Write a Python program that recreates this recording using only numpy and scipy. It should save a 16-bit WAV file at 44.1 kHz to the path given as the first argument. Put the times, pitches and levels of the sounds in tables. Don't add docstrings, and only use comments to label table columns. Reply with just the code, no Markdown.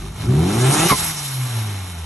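import sys
import numpy as np
from scipy import signal
from scipy.fft import rfft, irfft, next_fast_len
from scipy.io import wavfile

SR = 44100
rng = np.random.default_rng(int(sys.argv[2]) if len(sys.argv) > 2 else 0)


def transcribe(signal):
    frames = np.atleast_2d(signal).T
    limited = np.clip(frames, -1, 1)
    pcm = np.round(limited * 32767).astype(np.int16)
    wavfile.write(sys.argv[1], SR, pcm)


N = 90404
T = np.arange(N) / SR
BIN_HZ = np.fft.rfftfreq(N, 1 / SR)
TOP_HZ = 11780


def undb(db):
    return 10 ** (np.asarray(db) / 20)


def curve(table, column=1):
    rows = np.array(table, float)
    return np.interp(T, rows[:, 0], rows[:, column])


def colour_at(table, hz):
    rows = np.array(table, float)
    return undb(np.interp(np.log(np.maximum(hz, 1)), np.log(rows[:, 0]), rows[:, 1]))


def tint(x, table):
    return irfft(rfft(x) * colour_at(table, BIN_HZ), N)


def unit(x):
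    return x / np.sqrt(np.mean(x ** 2))


def walk(hz):
    size = next_fast_len(N, True)
    low_pass = np.exp(-(np.fft.rfftfreq(size, 1 / SR) / hz) ** 2)
    return unit(irfft(rfft(rng.standard_normal(size)) * low_pass, size)[:N])


def swell(peak_s, rise_s, fall_s, hold_s=0):
    rising = np.minimum(T - peak_s, 0) / rise_s
    falling = np.maximum(T - peak_s - hold_s, 0) / fall_s
    return np.exp(-.5 * rising ** 2 - .5 * falling ** 2)


def ears(mid, side):
    # frequency in Hz, gain of the scattered side signal in dB.
    width = [(150, -90), (260, -30), (400, -8), (600, -1), (1100, -8.5), (2000, -20), (3200, -0.5),
             (5000, 1), (6300, -20), (8500, 4.5), (11000, -4.5)]
    return mid + tint(side, width) * np.array([[1], [-1]])


def air(colour, gate=1):
    mid, side = (unit(tint(gate * rng.standard_normal(N), colour)) for _ in range(2))
    return ears(mid, side)


def flutter(depth_db=1.42, rate_hz=35):
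    return undb(depth_db * walk(rate_hz))


def band_flicker(x, bands=9, depth_db=1.8, rate_hz=13):
    place = BIN_HZ / TOP_HZ * (bands - 1)
    spectrum = rfft(x)
    parts = (irfft(spectrum * np.maximum(1 - abs(place - k), 0), N) for k in range(bands))
    return sum(part * undb(depth_db * walk(rate_hz)) for part in parts)


def engine_bay(x, centred_below_hz=190):
    # centre in Hz, width in Hz, gain in dB.
    resonances = [(380, 17, 2), (745, 68, 4), (871, 58, 3.5), (1084, 21, -2), (1262, 13, -4.5),
                  (1342, 36, 3), (1630, 57, 1), (2180, 26, 8), (3210, 84, -7), (3087, 52, 8),
                  (3717, 29, 10.5), (4080, 140, 5), (10770, 135, 9)]
    # frequency in Hz, left level over right in dB.
    balance = [(350, 2.5), (600, -4), (1160, -2.5), (2090, 0.4), (6000, -0.5)]
    lift_db = sum(db / (1 + (2 * (BIN_HZ - hz) / width) ** 2) for hz, width, db in resonances)
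    off_centre = np.clip(BIN_HZ / centred_below_hz - 1, 0, 1)
    lean = colour_at(balance, BIN_HZ) ** (off_centre / 2)
    return irfft(rfft(x) * undb(lift_db) * np.array([lean, 1 / lean]), N)


def buffet():
    # time in seconds, level in dB.
    level = [(0, -36), (.15, -36.5), (.29, -23.5), (.38, -42), (.8, -33.5), (.97, -34), (1.02, -31.5),
             (1.12, -40), (1.5, -50), (2.05, -42.5)]
    # frequency in Hz, relative level in dB.
    colour = [(20, -29), (45, -7), (90, -2.5), (200, -8.5), (500, -35), (2000, -70)]
    return air(colour) * undb(curve(level))


def clatter(firings, tick_db=-4, scatter_db=1.5, count=1024):
    # time in seconds, level in dB.
    level = [(0, -40.5), (.06, -39.5), (.12, -46), (.22, -34.5), (.28, -40.5), (.5, -29.5), (.9, -33.5),
             (1.3, -36), (1.58, -32.5), (1.75, -35.5), (1.9, -38.5), (2.05, -39.5)]
    # frequency in Hz, relative level in dB.
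    colour = [(60, -24), (250, 3), (400, 0.5), (520, -3), (750, 1), (1150, 4.5), (1750, -1), (2200, 0.5),
              (2900, -2), (4000, -3.5), (4800, -13), (5500, -1.5), (8000, -11), (10000, -10), (11000, -7.5),
              (12000, -6.5)]
    beats = 2 * firings
    strength = undb(scatter_db * rng.standard_normal(count))[beats.astype(int) % count]
    ticks = unit(strength * np.exp(-(beats % 1) / .25))
    return air(colour, np.hypot(1, undb(tick_db) * ticks)) * undb(curve(level))


def whine(firings, wander_db=3, phase_jitter=.55):
    # multiple of the firing rate, relative level in dB.
    partials = [(5, -7), (6.7, -7), (8.35, -1), (10.4, -1.5), (12.1, 0), (13.3, -6), (16.6, -2.5)]
    # time in seconds, level in dB.
    level = [(0, -71), (.3, -50), (.5, -47), (.6, -39.5), (.67, -34), (.74, -38), (.86, -29.5), (.95, -62),
             (2.05, -53)]
    mid, side = 0, 0
    for order, db in partials:
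        gain = undb(db + wander_db * walk(13))
        angle = 2 * np.pi * (order * firings + rng.random()) + phase_jitter * walk(60)
        mid, side = mid + gain * np.sin(angle), side + gain * np.cos(angle)
    return ears(mid, side) * undb(curve(level))


def boom(firings, roughness=.05):
    # time in seconds, level in dB.
    fundamental = [(0, -29.5), (.09, -33), (.2, -45), (.33, -35), (.4, -20.5), (.48, -26.5), (.58, -19),
                   (.62, -16), (.7, -12.5), (.745, -30.5), (.83, -22.5), (.87, -18.5), (.9, -43),
                   (1.08, -34), (1.2, -34), (1.34, -27.5), (1.4, -21.5), (1.445, -21), (1.49, -27),
                   (1.58, -20), (1.66, -24.5), (1.81, -27), (1.9, -33), (1.96, -30), (2.05, -28.5)]
    octave = [(0, -39), (0.149, -37), (.21, -33), (.26, -24), (.3, -15), (.4, -15), (.48, -22), (.6, -26),
              (.7, -37), (.745, -26), (.87, -23.5), (.9, -53), (1, -48.5), (1.33, -54.5), (1.44, -43),
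              (1.49, -48), (1.57, -39.5), (1.68, -40), (1.82, -47.5), (1.95, -39), (2.05, -46)]
    hum = 0
    for order, level in enumerate((fundamental, octave), start=1):
        amplitude = np.sqrt(2) * undb(curve(level)) * (1 + roughness * walk(45))
        hum = hum + amplitude * np.sin(2 * np.pi * order * firings)
    return hum


def growl(firings, hz, half_order_db=-15.5, roughness=.23, wander_db=2, gasp_db=-7.5):
    # frequency in Hz, gain in dB.
    tract = [(30, -22), (70, -9.5), (130, 3), (190, -2.5), (250, -3.5), (310, -5.5), (360, 0), (400, -1),
             (430, -11.5), (550, -20), (780, -13.5), (1200, -27), (2000, -39)]
    # time in seconds, level in dB.
    level = [(0, -41), (.06, -34), (.13, -45), (.19, -40), (.23, -29), (.3, -21.5), (.45, -17), (.6, -18.5),
             (.72, -16.5), (.87, -18.5), (.89, -30), (1.02, -43), (1.12, -41), (1.4, -66), (1.7, -34.5),
             (1.85, -45), (2.05, -54)]
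    throttle_shut = np.clip((T - .876) / .024, 0, 1)
    db_per_octave = -5 - 6 * throttle_shut
    mid, side = 0, 0
    for halves in range(3, 21):
        order = halves / 2
        if order == 2:
            continue
        source_db = half_order_db * (halves % 2) + db_per_octave * np.log2(order / 2)
        gain = undb(source_db) * colour_at(tract, order * hz)
        gain = gain * (1 + roughness * walk(34)) * undb(wander_db * walk(8.9))
        angle = 2 * np.pi * (order * firings + rng.random()) + roughness * walk(28)
        mid, side = mid + gain * np.sin(angle), side + gain * np.cos(angle)
    gasps = undb(gasp_db) * air(tract, gate=np.exp(-(firings % 1) / .54))
    return (ears(mid, side) + gasps) * undb(curve(level))


def throttle_hiss():
    # frequency in Hz, relative level in dB.
    colour = [(1500, -18), (3500, -8), (6000, -21), (12000, -19)]
    return air(colour) * undb(-43) * swell(peak_s=.222, rise_s=.022, fall_s=.025)


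def suction(firings, pulse_depth=.45):
    # time in seconds, level in dB.
    level = [(0, -47), (.2, -41), (.3, -38), (.45, -37.5), (.6, -29), (.75, -23.5), (.82, -21),
             (.87, -20.5), (.9, -28.5), (.95, -37.5), (1.02, -33.5), (1.12, -51), (2.05, -81)]
    # frequency in Hz, relative level in dB.
    colour = [(200, -25), (400, -0.5), (550, -9.5), (760, -2.5), (950, -3), (1250, -1), (1550, -8.5),
              (2150, -11), (2800, -10), (3300, -14.5), (4700, -18), (8000, -18.5), (12000, -16)]
    gulps = 1 + pulse_depth * np.cos(2 * np.pi * firings)
    return air(colour, gulps) * undb(curve(level)) * flutter()


def whistle(hz, width_hz):
    angle = 2 * np.pi * np.cumsum(hz) / SR
    mid, side = (walk(width_hz) * np.sin(angle) + walk(width_hz) * np.cos(angle) for _ in range(2))
    return ears(mid, side)


def turbo(surge_db=1.8, surge_hz=22):
    # time in seconds, level in dB.
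    rush_level = [(0, -48.5), (.3, -53), (.45, -41), (.55, -33.5), (.65, -28.5), (.74, -23.5), (.87, -22),
                  (.92, -25.5), (.97, -67), (2.05, -80)]
    # frequency in Hz, relative level in dB.
    rush_colour = [(1000, -31), (2500, -5), (3800, 0.5), (4700, -4.5), (5700, 7.5), (7000, 4.5),
                   (7800, -1.5), (9200, 6), (10000, -18), (10900, 5), (12000, -1)]
    # time in seconds, blade-passing frequency in Hz, its level in dB,
    # level in dB of the octave below, from the long blades alone.
    spool = [(.3, 6000, -64, -75), (.44, 7700, -56, -70), (.51, 9600, -49, -60), (.55, 11200, -33, -52),
             (.6, 13500, -48, -45), (.69, 17200, -60, -33), (.75, 18600, -60, -31), (.87, 19600, -60, -41),
             (.93, 19000, -70, -70)]
    rush = air(rush_colour) * undb(curve(rush_level) + surge_db * walk(surge_hz))
    hz = curve(spool)
    blades = whistle(hz, width_hz=500) * undb(curve(spool, column=2))
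    long_blades = whistle(hz / 2, width_hz=1200) * undb(curve(spool, column=3))
    return rush + blades + long_blades


def honk(peak_s, rise_s=.006, sag_s=.032, sag_per_s=3.9, roughness=.42, rough_hz=260):
    # frequency midway through the sag in Hz, level in dB.
    partials = [(1098, -15.3), (1240, -28), (2185, -26.5)]
    pitch_ratio = 1 - sag_per_s * (np.clip(T - peak_s + rise_s, 0, sag_s) - sag_s / 2)
    cycles_per_hz = np.cumsum(pitch_ratio) / SR
    tone = 0
    for hz, db in partials:
        angle = 2 * np.pi * hz * cycles_per_hz + roughness * walk(rough_hz)
        amplitude = np.sqrt(2) * undb(db) * (1 + roughness / 2 * walk(rough_hz))
        tone = tone + amplitude * ears(np.sin(angle), np.cos(angle))
    return tone * swell(peak_s, rise_s, fall_s=.018, hold_s=.013)


def blow_off(honk_s=.907):
    # start in seconds, attack in seconds,
    # fade in dB per second, level in dB.
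    puffs = [(0.876, 0.015, 143, -17.5), (0.936, 0.11, 23, -24)]
    # frequency in Hz, relative level in dB.
    hiss_colour = [(300, -56), (800, -3.5), (2000, -3), (3800, -1.5), (4800, -5), (5500, 4), (6400, 0.5),
                   (8200, -1), (10000, -0.5), (10700, 0), (11300, 9), (12000, -1.5)]
    thump_colour = [(25, -27), (60, 6.5), (130, 6.5), (220, 3), (380, -2.5), (600, -10.5), (1200, -37),
                    (3000, -61)]
    rasp_colour = [(400, -33), (800, -7), (1200, -18), (1500, 7), (2100, 0), (2700, -11), (6000, -17)]
    flow = 0
    for start, attack, fade, db in puffs:
        opening = np.clip((T - start) / attack, 0, 1)
        flow = flow + opening * undb(db - fade * np.maximum(T - start - attack, 0))
    hiss = air(hiss_colour) * flow * flutter()
    tone = honk(honk_s)
    thump = air(thump_colour) * undb(-14) * swell(peak_s=.924, rise_s=.01, fall_s=.015)
    rasp = air(rasp_colour) * undb(-23) * swell(honk_s, rise_s=.012, fall_s=.015)
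    return hiss + rasp + tone + thump


def scene():
    # time in seconds, firings per second.
    speed = [(0, 47.3), (.2, 51.8), (.278, 58.8), (.304, 62.3), (.402, 78.9), (.478, 94.6), (.6, 121),
             (.694, 135.8), (.828, 162.6), (.885, 179), (.99, 169), (1.084, 159), (1.296, 134),
             (1.444, 126), (1.566, 114), (1.81, 94.6), (1.95, 85), (2.05, 79)]
    hz = curve(speed) * (1 + .0021 * walk(31))
    firings = np.cumsum(hz) / SR
    engine = boom(firings) + growl(firings, hz) + whine(firings) + clatter(firings)
    airflow = throttle_hiss() + suction(firings) + turbo() + blow_off()
    return engine_bay(engine + band_flicker(airflow)) + buffet()


def record(dry):
    rounded = dry / (1 + dry ** 6) ** (1 / 6)
    return signal.sosfilt(signal.ellip(12, .2, 90, TOP_HZ, fs=SR, output="sos"), rounded)


dry = scene()
out = record(dry)
transcribe(out)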